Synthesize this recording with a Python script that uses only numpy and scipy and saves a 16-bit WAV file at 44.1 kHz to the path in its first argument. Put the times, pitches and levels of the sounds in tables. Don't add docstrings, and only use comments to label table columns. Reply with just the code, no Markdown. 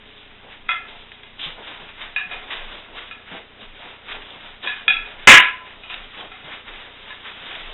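import sys
import numpy as np
from scipy import signal
from scipy.fft import rfft, irfft
from scipy.io import wavfile

SR = 44100
rng = np.random.default_rng(int(sys.argv[2]) if len(sys.argv) > 2 else 0)


def dump_mix(stems):
    frames = np.atleast_2d(stems).T
    limited = np.clip(frames, -1, 1)
    pcm = np.round(limited * 32767).astype(np.int16)
    wavfile.write(sys.argv[1], SR, pcm)


def volts_from_db(level):
    exponent = np.asarray(level, float) / 20
    return 10 ** exponent


N = 340893


def rms_one(x):
    return x / np.sqrt(np.mean(x ** 2) + 1e-20)


def band(x, order, edges_hz, kind):
    return signal.sosfilt(signal.butter(order, edges_hz, kind, fs=SR, output="sos"), x + 1e-18)


def at_hz(points, hz):
    point_hz, value = np.transpose(points)
    return np.interp(np.log(hz + 1), np.log(point_hz), value)


def coloured(x, spectrum):
    hz = np.arange(len(x) // 2 + 1) * SR / len(x)
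    inside = (hz > spectrum[0][0] / 2) & (hz < 1.3 * spectrum[-1][0])
    return irfft(rfft(x) * volts_from_db(at_hz(spectrum, hz)) * inside, len(x))


def drift(rate_hz):
    r = np.exp(-80 * np.pi * rate_hz / SR)
    noise = rng.standard_normal(N // 40 + 2002)
    slow = signal.lfilter([1], [1, -2 * r, r * r], noise)[2000:]
    return np.interp(np.arange(N) / 40, np.arange(len(slow)), rms_one(slow))


def ring(x, hz, t60):
    r, w = volts_from_db(-60 / (t60 * SR)), 2 * np.pi * hz / SR
    return signal.lfilter([0, np.sin(w)], [1, -2 * r * np.cos(w), r * r], x)


def room(t, wet_db, gap_s, thicken_s):
    growth = np.clip((t - gap_s) / thicken_s, 0, 1)
    share = 0.015 + 0.1 * growth ** 2
    hits = rng.random(len(t)) < share
    return volts_from_db(wet_db) * np.sqrt(growth / share) * hits * rng.standard_normal(len(t))


def near_walls(x, wet_db, t60):
    t = np.arange(SR // 2) / SR
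    paths = (t == 0) + room(t, wet_db, gap_s=0.009, thicken_s=0.025) * volts_from_db(-60 * t / t60)
    return signal.fftconvolve(x, paths / np.sqrt(np.sum(paths ** 2)))[:N]


def swell(middle_s, level_db, half_width_s):
    return volts_from_db(2 * level_db) * np.exp(-((np.arange(N) / SR - middle_s) / half_width_s) ** 2)


def snap(peak_s, level_db, rise_s, fade_s):
    t = np.arange(N) / SR - peak_s
    return volts_from_db(2 * level_db) * np.exp(np.minimum(t / rise_s, -t / fade_s))


# pitch_hz, t60_s
STAFF_MODES = [(740, .09), (1015, .12), (1340, .085), (1700, .07), (2080, .06), (2480, .058), (2880, .05),
               (3370, .05), (3770, .04)]


def bending(place_cm):
    order = 5 + np.arange(len(STAFF_MODES)) + 0.5
    return np.sin(np.pi * (order * place_cm / 180 - 1 / 4))


# start_s, level_db, struck_cm, gripped_cm, hardness_db_per_octave
BLOWS = [(0.69, -13, 8, 66.6, -9.5), (1.117, -34, 5.9, 20, 0), (1.233, -40, 20.7, 27, 5.5),
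         (2.162, -18, 32.9, 81, 5), (2.313, -23, 6.8, 64.8, -7.5), (3.111, -32, 10.2, 63, -2),
         (4.673, -21.5, 79.5, 79, 2.5), (4.88, -11, 64.5, 81.7, 6.5), (5.274, 4, 44.1, 74.7, 0.5),
         (5.835, -36, 48.6, 59.4, 7.5), (5.899, -30, 25.6, 48, 0.5), (6.317, -30.5, 81.9, 89, 2.5),
         (6.444, -31.5, 6.3, 21.2, 3), (7.105, -33, 74.7, 79.2, -1), (0.686, -34.5, 7.7, 66.6, 0),
         (4.663, -29.5, 79.5, 84, 3)]
RADIATION_DB = [-10.5, -10, -2.5, -1.5, 1.5, 0.5, -2, -3, -4.5]
# pitch_ratio, level_db, t60_ratio
LIGHTER_STAFF = (1.035, -9, .7)
# pitch_hz, t60_s
ROOM_T60 = [(700, 0.66), (1000, 0.22), (1500, 0.46), (2500, 0.4), (4000, 0.34)]


def staffs():
    out, t = np.zeros(N + SR), np.arange(SR // 2 + SR // 4) / SR
    pitch_ratio, lighter_db, t60_ratio = LIGHTER_STAFF
    mode_hz = np.array(STAFF_MODES)[:, 0]
    for start_s, level_db, struck_cm, gripped_cm, hardness_db in BLOWS:
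        echoes = room(t, wet_db=-30.5, gap_s=0.0036, thicken_s=0.016)
        swing = np.abs(bending(struck_cm) * bending(gripped_cm)) + 0.03
        tilt_db = hardness_db * np.log2(mode_hz / 2000)
        gains = swing * volts_from_db(level_db + np.array(RADIATION_DB) + tilt_db)
        knock = 0
        for (hz, t60), gain in zip(STAFF_MODES, gains):
            paths = (t == 0) + echoes * volts_from_db(-60 * t / at_hz(ROOM_T60, hz))
            lighter = volts_from_db(lighter_db) * ring(paths, pitch_ratio * hz, t60_ratio * t60)
            both = band(ring(paths, hz, t60) + lighter, 2, 0.7 * hz, "high")
            knock = knock + gain * volts_from_db(6.5) * rng.choice([-1, 1]) * both
        splinter = 0.11 * rng.standard_normal(len(t)) * np.exp(-t / 0.002)
        crack = band(splinter + echoes * volts_from_db(-60 * t / 0.25), 3, [1300, 4200], "band")
        knock = knock + volts_from_db(15.5) * np.sqrt(np.sum(gains ** 2)) * crack
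        knock = knock * (1 - np.exp(-t / 0.0013))
        if level_db > 0:
            knock = knock * volts_from_db(1.5)
        start = round((start_s - 0.0004) * SR)
        out[start:start + len(knock)] += knock
    return band(out[:N], 4, 600, "high")


# start_s, level_db, chatter_s, t60_s
SLAM = (5.273, 5.1, 0.042, 0.34)
# pitch_hz, level_db_per_hz
SLAM_COLOUR = [(400, -22.5), (800, -16), (1250, -8), (1700, -2), (2300, 2), (3200, -8), (4300, -11.5)]
# pitch_hz, level_db, t60_s
LOOSE_RING = [(1015.4, -9, 0.49), (1345.5, -16, 0.47), (1674, -4, 0.42), (2051, -1, 0.23), (2428, -14, .32)]


def slam():
    start_s, level_db, chatter_s, t60 = SLAM
    t = np.maximum(np.arange(N) / SR - start_s, 0)
    decay_db = -60 * np.maximum(t - chatter_s, 0) / t60
    envelope = (1 - np.exp(-t / 0.0017)) * volts_from_db(level_db + decay_db)
    out = envelope * rms_one(coloured(rng.standard_normal(N), SLAM_COLOUR))
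    for hz, ring_db, ring_s in LOOSE_RING:
        flutter = rms_one(ring(rng.standard_normal(N), hz, 0.24))
        out += (t > 0) * volts_from_db(ring_db + 3 - 60 * t / ring_s) * flutter
    return out


# start_s, peak_db
GRIPS = [
    (1.1183, -28.5),
    (1.2336, -28.5),
    (1.3938, -24),
    (2.5035, -25),
    (5.9419, -18),
    (7.7007, -28),
]


def grips():
    out, t = np.zeros(N + SR), np.arange(2000) / SR
    for start_s, peak_db in GRIPS:
        start = round(start_s * SR)
        tick = rng.standard_normal(len(t)) * np.exp(-t / 0.0038)
        out[start:start + len(t)] += volts_from_db(peak_db - 3.5) * tick
    return 2.4 * band(out[:N], 2, [1600, 4300], "band")


def rustle(spectrum, power, grains_per_s, grain_db, patchy_db):
    grains = (rng.random(N) < grains_per_s / SR) * rng.standard_normal(N)
    source = rng.standard_normal(N) + volts_from_db(grain_db) * grains
    level = np.sqrt(power) * volts_from_db(patchy_db * drift(28))
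    return level * rms_one(coloured(source, spectrum))


# middle_s, swish_db, half_width_s, flap_db (re swish)
SWINGS = [(.17, -44.5, 0.074, -15), (0.53, -46.5, 0.028, 5), (.66, -55, 0.027, -1),
          (1.001, -44.5, .03, -13), (1.49, -39.5, 0.023, 1.5), (1.67, -40, 0.033, -0.5),
          (1.78, -43, 0.12, 2), (1.89, -43, 0.014, 2.5), (2.11, -52, 0.18, -7), (2.342, -35, 0.027, 0.5),
          (2.58, -45, 0.2, 5.5), (2.76, -37, 0.042, -12), (3.34, -47, 0.052, 8.5), (3.86, -42, 0.079, 0.5),
          (4.3, -40, 0.063, -3), (4.47, -43.5, 0.057, 2), (4.81, -50.5, 0.041, 2), (5.1, -42.5, 0.041, 2),
          (5.231, -45.5, 0.047, 4.5), (5.701, -49, 0.06, 5.5), (5.96, -43, 0.12, -8),
          (6.38, -49.5, 0.063, 4.5), (6.53, -40, 0.057, 3), (6.82, -42.5, 0.065, 1),
          (7.0, -45.5, 0.071, 1.5), (7.119, -42, 0.067, -1.5), (7.28, -40, 0.039, 4.5),
          (7.4, -46.5, 0.069, 5), (7.54, -36.5, 0.11, -1), (7.7, -42, 0.052, -6)]
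# peak_s, swish_db, rise_s, fade_s, flap_db (re swish)
SNAPS = [(0.89, -41.5, .008, 0.12, -5.5), (1.397, -28.5, 0.0026, 0.046, -16),
         (1.44, -23.5, 0.01, 0.024, -12), (2.02, -35.5, 0.014, 0.034, 3.5),
         (2.509, -31.5, 0.0033, 0.039, 2.5), (2.974, -34.5, 0.011, 0.037, 1),
         (3.61, -39.5, 0.0025, 0.022, -0.5), (4.121, -33.5, 0.016, 0.024, 4),
         (4.641, -28, 0.0056, 0.044, -1), (5.9, -35.5, .004, 0.05, 2), (6.2, -36.5, 0.036, 0.028, 1),
         (6.685, -41.5, 0.013, 0.042, 4)]
# middle_s, level_db, half_width_s
STEPS = [(.47, -46.5, 0.032), (.92, -47.5, .057), (1.47, -44, 0.044), (1.6, -41, 0.029), (1.7, -41, 0.025),
         (1.83, -45.5, 0.059), (2.04, -49, 0.054), (2.34, -40.5, 0.026), (2.54, -42.5, 0.094),
         (2.74, -44.5, 0.054), (2.97, -48, 0.096), (3.35, -39, 0.038), (3.62, -50, .046),
         (3.86, -46.5, 0.069), (4.16, -44, 0.08), (4.34, -47.5, 0.054), (4.46, -50.5, 0.067),
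         (4.66, -39.5, 0.026), (4.9, -45.5, 0.056), (5.12, -47.5, 0.13), (5.66, -52, 0.11),
         (5.93, -50, 0.13), (6.22, -40.5, 0.044), (6.5, -44, 0.051), (6.72, -46.5, 0.071),
         (6.87, -51, 0.072), (7.1, -49, 0.085), (7.3, -49.5, 0.062), (7.52, -44.5, 0.11),
         (7.71, -46, 0.037)]
# pitch_hz, level_db_per_hz
SWISH = [(1500, -17.5), (2200, -8), (3000, 0.5), (3600, 4), (4400, 0)]
FLAP = [(600, -20.5), (950, -9), (1500, -5), (2100, -4), (3000, -6)]
SHUFFLE = [(90, -20), (160, -9.5), (300, -3.5), (600, 0.5), (900, -0.5), (1400, -10)]


def movement():
    swish_power, flap_power = volts_from_db(2 * -57), volts_from_db(2 * (-57 + 2.5))
    for shape, rows in ((swell, SWINGS), (snap, SNAPS)):
        for *envelope, flap_db in rows:
            power = shape(*envelope)
            swish_power = swish_power + power
            flap_power = flap_power + volts_from_db(2 * flap_db) * power
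    shuffle_power = volts_from_db(2 * -59) + sum(swell(*step) for step in STEPS)
    swish = rustle(SWISH, swish_power, grains_per_s=400, grain_db=3, patchy_db=1.5)
    flap = rustle(FLAP, flap_power, grains_per_s=43, grain_db=2.0, patchy_db=1.97)
    shuffle = rustle(SHUFFLE, shuffle_power, grains_per_s=200, grain_db=12, patchy_db=1.5)
    return swish + flap + shuffle


# start_s, peak_db, pitch_hz
HEELS = [
    (1.453, -40, 160),
    (1.808, -45, 167),
    (2.25, -46, 177),
    (3.306, -36.5, 180),
    (3.611, -44, 219),
    (4.353, -47, 177),
    (4.878, -43, 179),
    (6.18, -53, 187),
    (6.436, -43, 150),
    (7.4, -49, 174),
]


def heels():
    out, push = np.zeros(N), np.hanning(900)
    for start_s, peak_db, hz in HEELS:
        grit = push * rng.standard_normal(900)
        thud = ring(np.pad(grit, (0, SR // 4)), hz, 0.15)
        thud = volts_from_db(peak_db) * thud / np.abs(thud).max()
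        start = round(start_s * SR)
        out[start:start + len(thud)] += thud[:N - start]
    return out


# middle_s, level_db
SHIFTS = [(0.04, -55), (0.64, -45), (0.98, -46), (1.5, -42.5), (1.82, -50), (1.95, -52), (2.05, -49),
          (2.16, -52), (2.38, -44), (2.48, -57), (2.64, -35.5), (2.78, -47), (2.96, -49), (3.06, -51.0),
          (3.7, -43), (4.18, -43), (4.51, -48), (4.88, -59.5), (5.0, -38), (5.22, -43), (5.46, -51.5),
          (6.02, -43.5), (6.26, -50), (6.74, -45.0), (7.68, -38.5)]


def floor_boards():
    tremor = ring(ring(rng.standard_normal(N), 19, 0.35), 22, 0.16)
    spring_hz = 19.9 + 3.3 * drift(3.3)
    bounce = np.sqrt(2) * np.cos(2 * np.pi * np.cumsum(spring_hz) / SR)
    sag_power = sum(swell(middle_s, level_db, 0.048) for middle_s, level_db in SHIFTS)
    return volts_from_db(-57.5) * rms_one(tremor) + np.sqrt(sag_power) * bounce


# pitch_hz, level_db_per_hz
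HISS = [(40, -2.5), (130, -11.5), (250, 0.5), (330, -14.5), (410, 0.5), (500, -6.5), (1200, -8),
        (2500, -4.5), (3700, -5), (4400, 0.5)]
BUZZ = [-64.5, -65, -63.5, -65.5, -74.5, -74, -67, -83, -70, -67.5, -82.5, -93, -73, -65]


def electronics():
    t = np.arange(N) / SR
    buzz_hz, hiss_db = 29.97, -45
    buzz = 0
    for harmonic, level_db in enumerate(BUZZ, 1):
        buzz = buzz + np.sqrt(2) * volts_from_db(level_db) * np.cos(2 * np.pi * buzz_hz * harmonic * t)
    return volts_from_db(hiss_db) * rms_one(coloured(rng.standard_normal(N), HISS)) + buzz


def scene():
    soft = near_walls(movement(), wet_db=-28.0, t60=0.14)
    return (staffs() + slam() + grips() + soft + heels() + floor_boards() + electronics())[None]


def low_pass(x):
    return signal.sosfilt(signal.butter(12, 15810, fs=SR, output="sos"), x)


def record(dry):
    converter_top, band_edge_hz = 1.45, 3994
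    saturated = np.clip(dry, -converter_top, converter_top)
    steep = signal.cheby2(10, 40, 1.0916 * band_edge_hz, fs=SR, output="sos")
    narrow = signal.sosfiltfilt(steep, saturated)
    return low_pass(np.clip(narrow, -1, 1))


dry = scene()
out = record(dry)
dump_mix(out)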